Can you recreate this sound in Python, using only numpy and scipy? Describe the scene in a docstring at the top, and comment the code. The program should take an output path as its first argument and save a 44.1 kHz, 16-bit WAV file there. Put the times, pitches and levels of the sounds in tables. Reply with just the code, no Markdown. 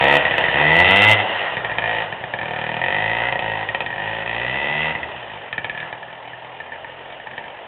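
"""A two-stroke dirt bike rides away over humps on a woodland trail: first throttle pulls close together, with two
stretches of louder part-throttle coasting, then longer coasts between pulls, a last faint pull and single pops.
Exhaust pulses, one a turn, excite resonances; off throttle they turn weak and erratic, and pops follow misfires.
Throbbing noise makes the clatter; banks and trees throw the exhaust back, with more far echo as it leaves.
A small camera microphone, band-limited, clips on the loudest bursts."""
import sys
import numpy as np
from scipy import signal
from scipy.io import wavfile
from scipy.ndimage import uniform_filter1d

SR = 44100
rng = np.random.default_rng(int(sys.argv[2]) if len(sys.argv) > 2 else 0)


def persist_wave(psi):
    """Save psi, clipped to +-1, as 16-bit WAV."""
    counts = np.round(np.clip(psi, -1, 1) * 32767).astype(np.int16)
    wavfile.write(sys.argv[1], SR, np.atleast_2d(counts).T)


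N = 338247
T = np.arange(N) / SR  # t/s

# crank speed: t/s, speed/(turns per s)
CRANK_SPEED = [(0.0, 67.3), (0.15, 71.9), (0.3, 69.3), (0.54, 67.9), (0.62, 74.8), (0.7, 78), (0.8, 88),
               (1.1, 109), (1.2, 100), (1.4, 86.5), (1.55, 64), (1.7, 57.8), (2.0, 54.5), (2.3, 39.3),
               (2.55, 37.8), (2.78, 40.2), (2.95, 50.5), (3.3, 61.6), (3.43, 53.4), (3.6, 53.9), (3.97, 49),
               (4.08, 55), (4.24, 54.7), (4.42, 59.8), (4.6, 69.8), (4.87, 79), (4.95, 76.2), (5.6, 36),
               (5.87, 39), (7.67, 46.5)]
# throttle pulls, and two stretches of louder coasting with part throttle (from 0.194 and 1.255 s):
# start t/s, end t/s, tailpipe ring rms level/dB at start, at end, then crack, chamber, thump level/dB over the ring
THROTTLE_SPELLS = [(0.0, 0.177, -18, -16.5, -2.5, 0, -9.5), (0.194, 0.529, -24, -25.5, -5.5, -7, -19),
                   (0.53, 0.834, -19, -13, -7.5, -6, -10), (0.834, 1.148, -15.5, -13.5, -1, -7.5, -12.5),
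                   (1.163, 1.218, -24.5, -21.5, -1.5, -9.5, -17.5),
                   (1.255, 1.478, -30, -31, -5.5, -3.5, -18), (1.83, 2.044, -22.5, -25.5, -7, -5, -16),
                   (2.412, 2.791, -33, -28.5, -3.5, -2.5, -7),
                   (2.806, 3.299, -21.5, -22.5, -7.5, -6.5, -15),
                   (3.414, 3.644, -26.5, -29.5, -8, -2, -11.5),
                   (3.953, 4.229, -29.5, -29.5, -6.5, -2.5, -11.5), (4.263, 4.916, -28, -24, -3.5, -6, -11),
                   (5.728, 5.862, -37, -37.5, -21, -7, -11)]
# throttle shut: ring level/dB over the clatter, then crack, chamber, thump level/dB over the ring
COAST_LEVELS = [-16, -11.5, -10, -18]
# single firings that stand out: t/s, ring peak level/dB before turbulence is mixed in
SINGLE_POPS = [(0.252, -7), (0.3097, -9.5), (0.3394, -10), (0.381, -7.5), (0.4102, -7), (0.4397, -6.5),
               (0.4523, -11), (0.4836, -6.5), (1.5686, -9.5), (1.647, -12), (1.6964, -17), (1.715, -12.5),
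               (1.7842, -8.5), (1.8211, -12.5), (2.125, -15), (2.239, -13), (2.3374, -11), (2.388, -15.5),
               (2.4134, -14.5), (3.3246, -11), (3.356, -11), (3.392, -13), (3.6879, -12.5), (3.7472, -12.5),
               (3.8053, -13.5), (3.8623, -13), (3.9039, -17), (3.927, -17), (4.2608, -17.5),
               (4.9513, -11.5), (5.0308, -15), (5.5276, -17), (5.5799, -12), (5.6449, -16), (5.6963, -16),
               (5.7486, -22.5), (5.7759, -21.5), (5.8027, -22), (5.828, -22), (5.9273, -19), (6.0284, -25),
               (6.0823, -31), (6.3329, -25.5), (6.602, -22.5), (6.72, -24.5), (6.8454, -23), (7.2, -26.5),
               (7.2705, -23), (7.312, -25.5), (7.334, -26), (7.3792, -20.5), (7.4403, -23.5), (7.547, -35)]
# fixed resonances of the exhaust, three tables: f/Hz, width/Hz, level/dB
CRACK_MODES = [(1300, 300, -9), (3060, 260, -4), (3600, 500, -16)]
CHAMBER_MODES = [(530, 115, -1), (705, 125, 0), (915, 150, 1)]
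THUMP_MODES = [(72, 74, -3), (133.2, 55, 5.5), (199.9, 46, -2.5), (324, 188, -3)]
# colour of engine clatter, chain and tyres in the leaves: f/Hz, relative level/dB per Hz
CLATTER_COLOUR = [(25, -36.5), (60, -40.5), (110, -17), (250, -15), (420, -3.5), (620, 4.5), (900, 3.5),
                  (1150, -5), (1500, -6), (1900, 1), (2300, -12), (2900, -3), (3600, -15.5), (4300, -41)]
# ground and earth banks near the trail: nominal delay/s (scaled as the bike leaves), level/dB
BANK_ECHOES = [(.0012, -16.5), (.0052, -8), (.009, -12)]
# echo decay among the trees: f/Hz, t60/s
TREE_DECAY = [(200, 0.83), (1000, 0.51), (4000, 0.065)]

TWIST_S = .02  # time the throttle takes to open or shut
START_M, AWAY_M_PER_S = 4.5, 1.8  # distance at the start, and how fast it grows
CLATTER_DB, REV_DB = -24, 4.5  # at the start at 50 turns a second; more per doubled revs
# under load the clatter gains RASP_DB above about this pitch, BODY_DB below it, with a lag
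RASP_DB, RASP_FROM_HZ, BODY_DB, SETTLE_S = 5.0, 1100, .8, .04
# ring pitch: unloaded at 50 turns a second, rise as the gas heats under load, its lag, rise per doubled revs
COLD_HZ, HEAT_HZ, HEAT_S, REV_HZ = 1779, 184, 0.31, 70
# crack resonance with the ring at 2000 Hz; it moves as a power of the ring pitch
UPPER_HZ, UPPER_WIDTH_HZ, UPPER_BEND = 2692, 375, 1
# colour of a pop over its ring; crack and chamber scatter at random around theirs
POP_CRACK_DB, POP_CHAMBER_DB, POP_THUMP_DB, POP_SCATTER_DB = -2, -6.5, -18.5, 4
RING_WIDTH_HZ, PUFF_S, POP_PUFF_S = 175, .006, .008
LEAD = round(.0012 * SR)  # samples by which chamber and thump come early
MIC_EDGE_HZ, EDGE_HZ = 4474, 15870  # upper limits before and after clipping


def gain_of(db):
    """dB to gain."""
    return 10 ** (np.asarray(db) / 20)


def evened(x):
    """Scales to rms 1."""
    return x / np.sqrt(np.mean(x ** 2) + 1e-20)


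def read(points, hz):
    """Reads a spectrum table at the frequencies hz, along a log pitch axis."""
    f, value = np.transpose(points)
    return np.interp(np.log(hz + 1), np.log(f + 1), value)


def lagged(x, lag_s, start):
    """Follows x with a lag, from the value start."""
    r = np.exp(-1 / (lag_s * SR))
    return signal.lfilter([1 - r], [1, -r], x - start) + start


def crank():
    """Speed and count of turns; the cylinder fires at each whole turn."""
    speed = np.interp(T, *np.transpose(CRANK_SPEED))
    return speed, .32 + np.cumsum(speed) / SR


def throttle():
    """How far each spell is engaged over time, 0-1; one starting at zero is already engaged."""
    spells = []
    for start, end, *_ in THROTTLE_SPELLS:
        inside_s = np.minimum(T - start + (start == 0), end - T)
        spells.append(np.clip(inside_s / TWIST_S + .5, 0, 1))
    return spells


def clatter_db():
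    """Clatter level: falls with distance, rises with revs."""
    distance_db = -20 * np.log10(1 + AWAY_M_PER_S * T / START_M)
    return CLATTER_DB + distance_db + REV_DB * np.log2(crank()[0] / 50)


def firing_db():
    """Ring level, and crack, chamber and thump over it: shut and under the clatter, or set by a spell."""
    levels = clatter_db() + np.array(COAST_LEVELS)[:, None]
    for on, (start, end, first_db, last_db, *over_db) in zip(throttle(), THROTTLE_SPELLS):
        ring_db = np.interp(T, [start, end], [first_db, last_db])
        target = ring_db + np.array([0, *over_db])[:, None]
        levels = levels + on * (target - levels)
    return levels[0], *(levels[1:] - levels[0])


def resonate(x, hz, width):
    """A steep resonance: shifts the curve hz down to zero, smooths twice, shifts back."""
    turn = np.exp(2j * np.pi * np.cumsum(hz * np.ones(len(x))) / SR)
    r = np.exp(-np.pi * width / SR)
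    smooth = signal.lfilter([(1 - r) ** 2], [1, -2 * r, r * r], x / turn + 1e-18)
    return 2 * (turn * smooth).real


def modes(x, table):
    """Sum of resonances with alternating sign."""
    return sum((-1) ** k * gain_of(db) * resonate(x, hz, width) for k, (hz, width, db) in enumerate(table))


def chamber(x, hz):
    """Chamber resonances, swelling a moment before the port cracks open."""
    return modes(np.roll(x, -LEAD), CHAMBER_MODES)


def thump(x, hz):
    """The low pressure wave, swelling a moment before the port cracks open."""
    return modes(np.roll(x, -LEAD), THUMP_MODES)


def ring(x, hz):
    """The tailpipe's moving resonance."""
    return resonate(x, hz, RING_WIDTH_HZ)


def crack(x, hz):
    """The bright edge: fixed resonances and an upper one that moves with the ring."""
    upper_hz = UPPER_HZ * (hz / 2000) ** UPPER_BEND
    return modes(x, CRACK_MODES) - resonate(x, upper_hz, UPPER_WIDTH_HZ)


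def puffed(clicks, rough, puff_s):
    """Each click is followed by a dying puff of turbulent gas."""
    fade = np.exp(-np.arange(2048) / (puff_s * SR))
    puff = signal.oaconvolve(clicks, fade / np.linalg.norm(fade))[:len(clicks)]
    return (1 - rough) * clicks + rough * puff * rng.standard_normal(len(clicks))


def exhaust():
    """Pressure pulses, one a firing: chamber and low thump swell first, then bright crack and tailpipe ring."""
    ring_db, crack_db, chamber_db, thump_db = firing_db()
    speed, turns = crank()
    pop_s, pop_db = np.transpose(SINGLE_POPS)
    scatter_db = POP_SCATTER_DB * rng.standard_normal((len(SINGLE_POPS), 2))
    pop_crack_db, pop_chamber_db = ([POP_CRACK_DB, POP_CHAMBER_DB] + scatter_db).T
    at = np.round(pop_s * SR).astype(int)
    # a pop replaces the firing on its turn and follows a misfire; only the thump of pumped gas goes on
    taken = np.isin(np.round(turns), np.round(turns[at]) - [[0], [1]])
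    fired = np.diff(np.floor(turns), prepend=0) > 0
    shut = 1 - np.minimum(sum(throttle()), 1)
    load = np.clip((ring_db - clatter_db()) / 10 + .5, 0, 1)
    ring_hz = COLD_HZ + HEAT_HZ * lagged(load, HEAT_S, 0.19) + REV_HZ * np.log2(speed / 50)
    # with the throttle shut the charges burn erratically and rough
    burn_db = (.5 + 2.5 * shut) * rng.standard_normal(int(turns[-1]) + 1)[turns.astype(int)]
    steady = fired * gain_of(ring_db + burn_db) * np.sqrt(SR / speed)  # faster firing shares the level
    # body, level/dB over the ring, pop level/dB over its ring, roughness, where steady firing sounds
    parts = [(ring, 0, 0, .2, ~taken),
             (crack, crack_db, pop_crack_db, .22, ~taken),
             (chamber, chamber_db, pop_chamber_db, .06, ~taken),
             (thump, thump_db, POP_THUMP_DB, .02, True)]
    click, out = np.arange(8192) == 100, 0
    for body, over_db, pop_over_db, rough, sounding in parts:
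        one = body(click, ring_hz.mean())  # a single pulse, to set levels by
        pops = np.zeros(N)
        pops[at] = gain_of(pop_db + pop_over_db) / abs(one).max()
        firings = sounding * steady * gain_of(over_db) / np.linalg.norm(one)
        drive = puffed(firings, rough * (1 + 2.5 * shut), PUFF_S)
        # a pop is slightly rough, its ring and crack cleaner than the weak shut-throttle firings
        pop_drive = puffed(pops, 1.3 * rough + .05, POP_PUFF_S)
        out = out + body(drive + pop_drive, ring_hz)
    return out


def clatter():
    """Patchy coloured noise that throbs with each crank turn."""
    frames, hz = N // 128 + 5, np.fft.rfftfreq(512, 1 / SR)
    real, imag, patches = rng.standard_normal((frames, 257, 3)).T
    patches = evened(uniform_filter1d(uniform_filter1d(patches, 6, 0), 16, 1))  # over pitch, then time
    engaged = lagged(np.minimum(sum(throttle()), 1), SETTLE_S, 0.76)
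    load = np.interp(np.arange(frames) * 128 / SR, T, engaged)
    treble = np.clip(2 * np.log2(hz / RASP_FROM_HZ + .001), 0, 1)  # rises over half an octave
    lift_db = (BODY_DB + (RASP_DB - BODY_DB) * treble)[:, None] * load
    colour_db = read(CLATTER_COLOUR, hz)[:, None] + 2.0 * patches + lift_db
    z = (real + 1j * imag) * gain_of(colour_db)
    noise = evened(signal.istft(z, nperseg=512, noverlap=384)[1][:N])
    throb_db = 0.63 * np.cos(2 * np.pi * (crank()[1] - .25))
    return noise * gain_of(clatter_db() + throb_db)


def banks(x):
    """Near reflections: the reflected paths shorten against the direct one as the bike gets farther."""
    stretch = 1.2 - 0.0509 * T
    return sum(gain_of(db) * np.interp(T - delay_s * stretch, T, x) for delay_s, db in BANK_ECHOES)


def woods(x):
    """Trunks scatter the sound back: sparse taps of random sign, each band dying at its own speed."""
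    taps = np.zeros(SR)
    at = np.arange(300, SR - 20, 20)
    taps[at + rng.integers(0, 20, len(at))] = rng.choice([-1., 1.], len(at))
    hz, t, z = signal.stft(taps, SR, nperseg=256)
    decay_db = -60 * t / read(TREE_DECAY, hz)[:, None]
    tail = signal.istft(z * gain_of(decay_db), SR, nperseg=256)[1]
    return signal.fftconvolve(x, tail / np.linalg.norm(tail))[:N]


def scene():
    """The bike with its near reflections; the share of far echo grows as it rides off."""
    pipe = exhaust()
    echo_db = -15 + .5 * T
    return (pipe + clatter() + banks(pipe) + woods(pipe * gain_of(echo_db)))[None]


def record(dry):
    """The preamp squeezes peaks, the channel is narrow, overshoots clip hard, then the band limit."""
    thin = signal.sosfilt(signal.butter(2, 45, "high", fs=SR, output="sos"), dry)
    knee, ceiling = .85, .715  # full scale is 1
    squeezed = thin / (1 + (thin / knee) ** 4) ** (1 / 4)
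    mic_band = signal.firwin(701, MIC_EDGE_HZ, window=("kaiser", 11), fs=SR)
    narrow = signal.oaconvolve(squeezed, mic_band[None], "same")
    clipped = np.clip(narrow, -ceiling, ceiling)
    final_band = signal.firwin(511, EDGE_HZ, window=("kaiser", 9), fs=SR)
    return signal.oaconvolve(clipped, final_band[None], "same")


dry = scene()
out = record(dry)
persist_wave(out)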